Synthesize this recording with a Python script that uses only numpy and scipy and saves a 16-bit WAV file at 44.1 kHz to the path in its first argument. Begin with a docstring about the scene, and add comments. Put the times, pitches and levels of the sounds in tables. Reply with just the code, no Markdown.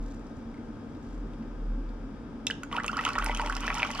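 """A kitchen hum and a swelling low rumble come first, with a faint trickle and ticks of ice: a cocktail
shaker drains almost silently into a cup on a stone counter. As it is lifted high, the stream breaks into
drops, at about 2.5 s. Each impact radiates a short slap, and trapped air rings as bubbles, amid spray
and fizzing foam. The cup resonates, and the counter and the room add their reflections."""
import sys
import numpy as np
from scipy import signal
from scipy.fft import rfft, irfft
from scipy.io import wavfile

SR = 44100
rng = np.random.default_rng(int(sys.argv[2]) if len(sys.argv) > 2 else 0)


def to_wav(sig):
    """Store sig (one row per channel, or 1-D mono) as 16-bit WAV at the path in sys.argv[1].

    Samples outside -1..1 are clipped; the rate is SR.
    """
    pcm = np.clip(np.atleast_2d(sig), -1, 1) * 32767
    pcm = np.round(pcm).astype(np.int16)
    wavfile.write(sys.argv[1], SR, pcm.T)  # frames by channels


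N = 176400
TIME, FREQS = np.arange(N) / SR, np.fft.rfftfreq(N, 1 / SR)

# Levels in the tables are relative: each source applies its own gain.
# Bubbles trapped by large drops. Each row: start in seconds, pitch in Hz, level in dB,
# rise in fractions of the pitch per second, swell in ms, decay in ms.
TRAPPED_BUBBLES = [(2.4688, 2715, -20, -4, 0.11, 2.7), (2.4688, 3315, -16, 29, 3, 0.56),
                   (2.5012, 1690, -21.5, -10, 0.094, 4.5), (2.5076, 3010, -18.5, -4, 3.7, 0.32),
                   (2.6335, 1370, -33, 14.5, 0.041, 5.8), (2.7274, 1104, -22, 10.5, 0.12, 6.4),
                   (2.7509, 899, -32.5, 22.5, 0.2, 21), (2.7664, 2750, -18.5, 6, 0.26, 0.83),
                   (2.7738, 770, -27.5, 40, 0.99, 4.3), (2.7783, 928, -20, 75, 6.4, 2.6),
                   (2.7968, 1176, -28.5, 3, 8.3, 2), (2.7993, 1560, -23.5, 56, 0.51, 3.1),
                   (2.844, 1160, -20.5, 9, 0.078, 4), (2.8809, 2656, -21, 8, 0.044, 4),
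                   (2.885, 1129, -25, 19, 12.5, 3.2), (2.931, 1099, -26.5, 19.5, 0.13, 9.5),
                   (2.9596, 830, -24.5, 51, 11, 5.1), (2.9917, 2690, -23, 10, 0.24, 2),
                   (2.9922, 1220, -20.5, 11, 0.63, 5.1), (2.9896, 1800, -23.5, 9.5, 0.22, 5.3),
                   (3.052, 2780, -11.5, 31, 0.53, 0.55), (3.051, 796, -29.5, 55, 0.36, 12),
                   (3.0607, 990, -18.5, 50.5, 7.4, 1.5), (3.0777, 2726, -24.5, 30, 0.13, 2),
                   (3.0894, 1080, -24, 67, 0.41, 2.8), (3.1545, 1853, -31, 1.5, 0.33, 5.6),
                   (3.1584, 1004, -23, -9, 1.4, 2.4), (3.1793, 1054, -14.5, 66, 3.9, 0.88),
                   (3.192, 966, -22.5, 40, 6.4, 3.2), (3.235, 1193, -26, 48, 4, 2),
                   (3.2696, 805, -29, 23, 0.11, 7.8), (3.2961, 817, -21, 31.5, 0.14, 3.2),
                   (3.2888, 1827, -29, 16.5, 8, 5), (3.3483, 2950, -26, 18, 1.48, 1.2),
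                   (3.3724, 2724, -23.5, 18, 0.17, 1.2), (3.3958, 873, -30, 10.5, 0.69, 33),
                   (3.3956, 1280, -23.5, 56, 0.53, 2.1), (3.4215, 963, -29, -19.5, 0.44, 7.5),
                   (3.4613, 900, -29.5, 18, 0.12, 8.8), (3.497, 1183, -20.5, 67, 2.3, 3.3),
                   (3.6792, 1620, -15.5, 45, 0.14, 1.35), (3.6996, 957, -22.5, 39, 3.4, 4.2),
                   (3.7024, 2260, -19, -6, 0.28, 0.66), (3.8003, 2570, -20, 74, 0.58, 1),
                   (3.8218, 2510, -19.5, 39, 0.25, 1.7), (3.8305, 2290, -11, 23, 0.17, 1.7),
                   (3.849, 1177, -24.5, 2, 0.16, 4), (3.9926, 830, -21.5, 31, 4.3, 0.85)]
# Wet slaps of drops, some with a bubble ringing alongside. Each row: start in seconds, level in dB.
SMACK_HITS = [(2.633, -44.5), (2.715, -46), (2.7272, -32.5), (2.748, -45), (2.761, -38), (2.835, -41),
              (2.844, -31.5), (2.852, -40), (2.859, -44), (2.9321, -54), (2.979, -35), (3.0107, -36),
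              (3.063, -35.5), (3.0904, -36), (3.154, -33.5), (3.187, -33), (3.2233, -32), (3.2615, -34),
              (3.286, -33), (3.3144, -35), (3.3961, -33), (3.4147, -38.5), (3.4607, -36), (3.473, -32.5),
              (3.5244, -31.5), (3.566, -36), (3.6207, -42), (3.6345, -38), (3.6421, -40), (3.655, -48),
              (3.752, -35), (3.7574, -41), (3.7736, -36), (3.795, -29.5), (3.848, -51), (3.872, -40),
              (3.9042, -31), (3.9767, -43), (3.9935, -35)]
# Drops that burst on the surface. Each row: start in seconds, level in dB, pitch in Hz.
SPLASH_HITS = [(2.4684, -29, 5380), (2.483, -49, 6400), (2.507, -40, 5270), (2.6344, -43.5, 6600),
               (2.746, -53, 5620), (2.765, -45, 4900), (2.8349, -46, 5670), (2.8637, -37.5, 6800),
               (2.8802, -36, 4470), (2.916, -44.5, 4870), (2.97, -42.5, 4500), (2.9696, -38, 4900),
               (3.01, -44, 5540), (3.0506, -36, 6400), (3.0886, -40.5, 5000), (3.1332, -38.5, 4300),
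               (3.1862, -37, 6000), (3.226, -50, 4060), (3.2447, -35, 9670), (3.2627, -34, 5240),
               (3.3485, -36.5, 6055), (3.3733, -37.5, 6740), (3.4163, -41, 5760), (3.4622, -42.5, 5600),
               (3.4975, -41.5, 6500), (3.552, -39, 5100), (3.5671, -36, 5250), (3.6064, -40, 5820),
               (3.6677, -38.5, 5550), (3.7432, -36, 5510), (3.783, -39.5, 5120), (3.752, -42.5, 8400),
               (3.8716, -43.5, 5000), (3.914, -38.5, 5900), (3.9507, -41, 4560), (3.977, -40.5, 4700)]
# Ice against the strainer. Each row: start in seconds, level in dB, pitch in Hz, decay in ms.
ICE_TICKS = [(0.144, -56, 7100, 1.2), (.267, -57, 5600, .4), (.368, -58, 6000, .4), (.543, -50, 2186, 6),
             (.578, -54, 2100, 6), (0.949, -51, 2780, .2), (1.335, -48, 2700, .2), (1.425, -50, 2500, .2),
             (1.891, -54, 4520, 0.81)]
# Envelopes of the flow. Each row: time in seconds, level in dB.
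PATTER_LEVEL = [(2.7, -19), (2.74, -5.5), (2.83, -15.5), (2.91, -12), (2.99, -3.5), (3.08, 1), (3.13, -7),
                (3.29, -5), (3.38, -5.5), (3.55, -6), (3.65, -3), (3.8, -1), (3.93, -5), (4.0, -0.5)]  # the broken stream
TRICKLE_LEVEL = [(0, -68), (.14, -70.5), (.24, -75), (0.451, -78), (1.001, -77), (1.07, -71.5), (1.3, -78),
                 (1.7, -100)]  # the drink in the strainer
# Strength of small bubbles by size. Each row: pitch in Hz, level in dB.
FROTH_LEVELS = [(550, -44), (950, -27), (1300, -25.5), (1900, -34), (2900, -23), (4000, -41), (5500, -46),
                (8000, -48), (12000, -51)]
BEAD_LEVELS = [(4300, -31), (5800, -41), (8000, -37), (10500, -44), (13500, -48)]  # the tiniest, which ping
# Spectral envelopes. Each row: frequency in Hz, gain in dB.
SMACK_SPECTRUM = [(350, -33), (1100, 10), (1700, 2), (2900, 4.5), (4100, -16), (5500, -19), (9000, -18),
                  (15000, -35)]
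SPRAY_SPECTRUM = [(300, -42), (900, 3), (3000, 1.5), (4000, -22), (6000, -20), (10000, -25), (13000, -14),
                  (16000, -46)]
FIZZ_SPECTRUM = [(400, -22), (1000, -8), (3000, 13.5), (4000, 0), (5500, 4.5), (8000, -12.5),
                 (10000, -11.5), (13000, -18), (16000, -25)]
TRICKLE_SPECTRUM = [(1000, -28), (4000, -4), (5600, -4), (7500, -3), (9000, -15), (13000, -14),
                    (15000, -38)]
AIR_SPECTRUM = [(12, -41), (22, -4), (42, 4), (62, -4.5), (92, -2), (135, -5.5), (170, -2.5), (194, -9),
                (220, 1.5), (280, 1.5), (350, -9), (460, -9), (640, -16.5), (950, -17.5), (1300, -21),
                (1650, -24), (2000, -31.5), (2600, -32), (3500, -37.5), (4200, -41), (5200, -37),
                (6300, -43), (8000, -47), (10000, -50.5), (12500, -52.5), (14000, -82.5), (16000, -89.5)]
MIC_RESPONSE = [(7000, 0), (10200, -1), (11500, -5), (13500, -8), (16000, -16)]
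# Modes of the cup. Each row: frequency in Hz, bandwidth in Hz, gain in dB.
CUP_RESONANCES = [(472, 17, 10.5), (592, 18, 12.5), (843, 3.1, -2), (896, 8.1, 3), (954.3, 11.3, 5),
                  (1123, 6.6, 5.5), (1178, 1.4, -2), (1220, 2.5, -9), (1632, 7.4, -9), (2010, 26, 4.5),
                  (1885, 29, -7), (2290, 17, -1), (2623, 26, -1.5), (3200, 21, -4)]
# Resonances of a fan. Each row: frequency in Hz, half-width in Hz, level in dB.
FAN_RESONANCES = [(166, 10, -58), (226.3, 7, -49), (243.4, 7.8, -60.5), (288, 37, -53.5), (3286, 50, -76.5),
                  (3680, 36, -78.5)]
# Tones of a motor, likely the fridge. Each row: frequency in Hz, level in dB.
MOTOR_TONES = [(446.8, -72.5), (829.0, -74), (888.2, -67), (1244, -66.5), (1303, -74.5), (1362, -73),
               (1421, -77), (1534, -74.5), (1593, -71.5), (1771, -86.5), (2067, -82), (2304, -78),
               (4845, -81), (5243, -91)]
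# Course of the low rumble. Each row: time in seconds, level in dB, pitch in Hz.
RUMBLE_COURSE = [(0.0, -29, 36.2), (0.24, -49.5, 39.5), (0.58, -53, 35.1), (1.02, -52, 41.65),
                 (1.21, -33, 41.8), (1.41, -46.5, 39.24), (1.71, -27, 37.7), (2.19, -48.5, 38.1),
                 (2.31, -75, 39), (2.78, -55, 37.3), (2.92, -48, 42.1), (3.12, -47, 41.88),
                 (3.23, -30.5, 39.5), (3.71, -36, 37.47), (3.88, -51, 39), (4.0, -42, 35)]
# Reverberation. Each row: frequency in Hz, time to fall by 60 dB in seconds.
NEAR_T60 = [(200, 0.1), (1000, 0.061), (3000, 0.04), (6000, 0.068), (14000, 0.033)]  # cup, bottles and counter
ROOM_T60 = [(200, 0.18), (1000, 0.67), (3000, 0.34), (6000, 0.4), (14000, 0.11)]
# Coherence of the air noise. Each row: frequency in Hz, correlation of left and right.
AIR_COHERENCE = [(60, 0.85), (110, 0.9), (180, 1), (320, 0.94), (570, 0.88), (1000, 0.39), (1750, 0.55),
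                 (3070, 0.31)]
# Stereo balance. Each row: frequency in Hz, left minus right level in dB.
CUP_BALANCE = [(300, -4), (520, 3.5), (1050, -0.5), (1500, -4), (2150, 0.5), (3070, .5), (4500, -5.5),
               (7000, -6.5), (10000, -9.5)]
HUM_BALANCE = [(60, 1), (93, -0.5), (140, 2.5), (220, 0.5), (340, 0), (530, 7), (830, 2), (1280, 5.0),
               (1980, 4), (3070, 1)]


def drops():
    """Impact and air entrainment: a drop slaps and leaves a bubble; a slow swell has hardly any slap."""
    bubbles, slaps = np.zeros((2, N))
    for start, hz, db, rise, swell_ms, decay_ms in TRAPPED_BUBBLES:
        add(bubbles, start, amp(db) * ring(hz, rise, swell_ms, decay_ms))
        add(slaps, start, amp(db - 10) / (1 + swell_ms ** 2) * crack(decay_ms=0.14, snap_db=-7))
    return bubbles + colour(slaps, SPRAY_SPECTRUM)


def ring(hz, rise, swell_ms, decay_ms):
    """A damped oscillator swells and dies; positive rise is the climb of a bubble nearing the surface."""
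    t = np.arange(SR // 16) / SR
    ms = t * 1000
    swell_ms = max(swell_ms, .05)
    swell = np.minimum(ms / swell_ms, 1) ** 1.75
    decay = np.exp(-np.maximum(ms - swell_ms, 0) / decay_ms)
    pitch = np.minimum(hz * (1 + rise * t), SR / 2)
    return swell * decay * np.sin(2 * np.pi * np.cumsum(pitch) / SR)


def crack(decay_ms, snap_db):
    """An impact is broadband: one pulse at contact, then exponentially decaying noise."""
    ms = np.arange(SR // 32) * 1000 / SR
    burst = rng.standard_normal(len(ms)) * np.exp(-ms / decay_ms) * (ms > 0)
    return burst + 2 * amp(snap_db) * (ms == 0)


def smacks():
    """Impact noise: drops hit the drink with wet, pitchless slaps, each a pulse and a short splatter."""
    out = np.zeros(N)
    for start, db in SMACK_HITS:
        add(out, start, amp(db + 11.5) * crack(decay_ms=1.75, snap_db=3))
    return colour(out, SMACK_SPECTRUM)


def splashes():
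    """Bursting drops tick with an upward glide; at equal damping per cycle, higher ones die sooner."""
    out = np.zeros(N)
    for start, db, hz in SPLASH_HITS:
        tone = ring(hz, rise=46, swell_ms=1, decay_ms=0.58 * 5000 / hz)
        impact = amp(6) * crack(decay_ms=1.06, snap_db=9.5)
        add(out, start, amp(db + 5) * tick(tone, impact, hz))
    return out


def tick(tone, impact, hz):
    """A resonant impact: the crack, band-passed around the pitch, is added into the ringing tone."""
    band = np.clip([hz / 1.25, hz * 1.25], 100, .49 * SR)
    add(tone, 0, signal.lfilter(*signal.butter(1, band, "band", fs=SR), impact))
    return tone


def surge(jump_db=5, width_s=0.0029):
    """Amplitude modulation of the fine splashing: it follows the stream and jumps at each large drop."""
    pulses = [(TIME >= start) * np.exp(-abs(TIME - start) / width_s) for start, *_ in TRAPPED_BUBBLES]
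    stirred = np.max(pulses, axis=0)
    return amp(np.interp(TIME, *np.transpose(PATTER_LEVEL)) - 7.5 + jump_db * stirred)


def froth(levels, cycles, spread_db, count, mean_rise=18.64):
    """Bubble resonance varies inversely with radius: the smaller, the higher and shorter the ring."""
    out = np.zeros(N)
    start, end = PATTER_LEVEL[0][0], PATTER_LEVEL[-1][0]
    low_hz, high_hz = levels[0][0], levels[-1][0]
    for when, smallness, climb, chance, damping in rng.random((count, 5)):
        hz = low_hz * (high_hz / low_hz) ** smallness
        db = read(levels, hz) + spread_db * (min(-np.log(1 - chance), 2) - .5)
        decay_ms = 1000 * cycles * (.5 + damping) / hz
        bubble = ring(hz, 2 * climb * mean_rise, decay_ms * climb / 2, decay_ms)
        add(out, start + when * (end - start), amp(db) * bubble)
    return out


def spray(spectrum, level_db, spread_db, count):
    """Shot noise: tiny droplets or bursting foam click at random while the stream patters."""
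    clicks = np.zeros(N)
    start, end = PATTER_LEVEL[0][0], PATTER_LEVEL[-1][0]
    when, chance, sign = rng.random((count, 3)).T
    samples = np.minimum((start + when * (end - start)) * SR, N - 1).astype(int)
    db = level_db + spread_db * np.minimum(-np.log(1 - chance), 3)
    np.add.at(clicks, samples, np.sign(sign - .5) * amp(db))
    return colour(clicks, spectrum)


def fizz(growth_db_per_s=4.5):
    """Foam bursts in clicks, uncorrelated between left and right, that grow louder as it gathers."""
    growth = amp(growth_db_per_s * (TIME - PATTER_LEVEL[0][0]))
    sides = [spray(FIZZ_SPECTRUM, level_db=-45, spread_db=8, count=3500) for _ in range(2)]
    return growth * np.array(sides)


def cup_ring(x):
    """Modal resonance: the wall and hollow of the cup ring on after each drop."""
    response = sum(amp(db) / (1 + 2j * (FREQS - hz) / width) for hz, width, db in CUP_RESONANCES)
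    return signal.fftconvolve(x, irfft(response, N)[:SR // 4])[:N]


def ice():
    """Solid contact: ice knocks on the strainer in heavily damped ticks, a few of which ring."""
    out = np.zeros(N)
    for start, db, hz, decay_ms in ICE_TICKS:
        tone = ring(hz, rise=0, swell_ms=0, decay_ms=decay_ms)
        add(out, start, amp(db + 1.5) * tick(tone, crack(decay_ms=5, snap_db=-8), hz))
    return out


def trickle(bursts_per_s=430):
    """A Poisson process: tiny bubbles burst independently in the coil of the strainer."""
    clicks = rng.standard_normal(N) * (rng.random(N) < bursts_per_s / SR)
    level = amp(np.interp(TIME, *np.transpose(TRICKLE_LEVEL)))
    return level * unit(colour(clicks, TRICKLE_SPECTRUM))


def hum():
    """Incoherent sources add in power: steady air noise and fan resonances, joined by a motor's whine."""
    common, separate = rfft(rng.standard_normal((2, N)))
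    coherence = np.clip(read(AIR_COHERENCE, FREQS), 0, 1)
    pair = np.array([common, coherence * common + np.sqrt(1 - coherence ** 2) * separate])
    air_power = (amp(-42.5) * unit(amp(read(AIR_SPECTRUM, FREQS)))) ** 2
    fan_power = sum((amp(db) * unit(1 / (1 + ((FREQS - hz) / width) ** 2))) ** 2
                    for hz, width, db in FAN_RESONANCES)
    noise = irfft(pair * np.sqrt(air_power + fan_power), N)
    return stereo(noise + whine(), HUM_BALANCE)


def whine(waver_rad=0.44):
    """Slow random phase modulation makes each thin motor tone waver."""
    knots = np.linspace(0, N / SR, 20)
    out = np.zeros(N)
    for hz, db in MOTOR_TONES:
        phase = 2 * np.pi * rng.random()
        waver = waver_rad * np.interp(TIME, knots, rng.standard_normal(len(knots)))
        out += np.sqrt(2) * amp(db - 0.5) * np.sin(2 * np.pi * hz * TIME + phase + waver)
    return out


def rumble():
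    """A very low tone, modulated in amplitude and frequency, swells and fades."""
    times, db, hz = np.transpose(RUMBLE_COURSE)
    phase = 2 * np.pi * np.cumsum(np.interp(TIME, times, hz)) / SR
    return np.sqrt(2) * amp(np.interp(TIME, times, db) - 1.5) * np.sin(phase)


def echoes(x, t60s, channels=2):
    """Reverberation: dense reflections decay exponentially, each band at its own rate."""
    shape = (channels, SR // 2)
    reflections = rng.standard_normal(shape) * (rng.random(shape) < .15)
    hz, t, bands = signal.stft(reflections, SR, nperseg=128)
    decay = amp(-60 * t / read(t60s, hz)[:, None])
    tail = signal.istft(bands * decay, SR, nperseg=128)[1]
    tail[:, :SR // 700] = 0  # the gap before the first reflection
    tail /= np.sqrt(np.mean(abs(rfft(tail)[:, 400:2000]) ** 2))  # unit gain in the midrange
    return signal.fftconvolve(x[None], tail, axes=1)[:, :N]


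def stereo(pair, balance, left_lag_ms=0.053):
    """Time and level cues: the left of two close microphones hears later, and each has its own shading."""
    hz = np.fft.rfftfreq(2 * N, 1 / SR)
    half_db = read(balance, hz) / 2
    lag = np.exp(-2j * np.pi * hz * left_lag_ms / 1000)
    response = np.array([amp(half_db) * lag, amp(-half_db)])
    return irfft(rfft(pair, 2 * N) * response)[:, :N]


def colour(x, spectrum):
    """A minimum-phase filter: its phase follows from the log gain by the Hilbert transform."""
    hz = abs(np.fft.fftfreq(4096, 1 / SR))
    log_gain = np.log(amp(read(spectrum, hz)))
    taps = np.fft.ifft(np.exp(np.conj(signal.hilbert(log_gain)))).real
    return signal.oaconvolve(x, taps[:len(taps) // 2])[:N]


def amp(db):
    """Decibels to amplitude ratio."""
    return 10 ** (np.asarray(db) / 20)


def unit(x):
    """Normalisation to an rms of 1."""
    return x / np.sqrt(np.mean(x ** 2) + 1e-20)


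def read(points, hz):
    """Interpolation on a logarithmic frequency axis."""
    frequencies, values = np.transpose(points)
    return np.interp(np.log(hz + 1), np.log(frequencies + 1), values)


def add(mix, start_s, sound):
    """Superposition: a sound joins the mix at its start time."""
    part = mix[max(round(start_s * SR), 0):][:len(sound)]
    part += sound[:len(part)]


def scene():
    """Direct sound, cup resonance and reflections superpose on the background of the kitchen."""
    patter = surge()
    small_bubbles = froth(FROTH_LEVELS, cycles=5.7, spread_db=4.5, count=800)
    small_bubbles += froth(BEAD_LEVELS, cycles=6.8, spread_db=5.5, count=170)
    pour = drops() + smacks() + splashes() + ice() + trickle()
    pour += patter * (small_bubbles + spray(SPRAY_SPECTRUM, level_db=-21, spread_db=4, count=420))
    foam = patter * fizz()
    near = pour + cup_ring(pour) + amp(-9) * echoes(pour, NEAR_T60, channels=1)
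    room = amp(-12) * echoes(pour, ROOM_T60)
    return stereo(near + foam + room, CUP_BALANCE) + hum() + rumble()


def record(dry):
    """Band limiting: the microphone softens the treble, and a steep low-pass ends it at 15.7 kHz."""
    heard = np.array([colour(channel, MIC_RESPONSE) for channel in dry])
    low_pass = signal.firwin(255, 15700, window=("kaiser", 9), fs=SR)
    return signal.oaconvolve(heard, low_pass[None], "same")


dry = scene()
out = record(dry)
to_wav(out)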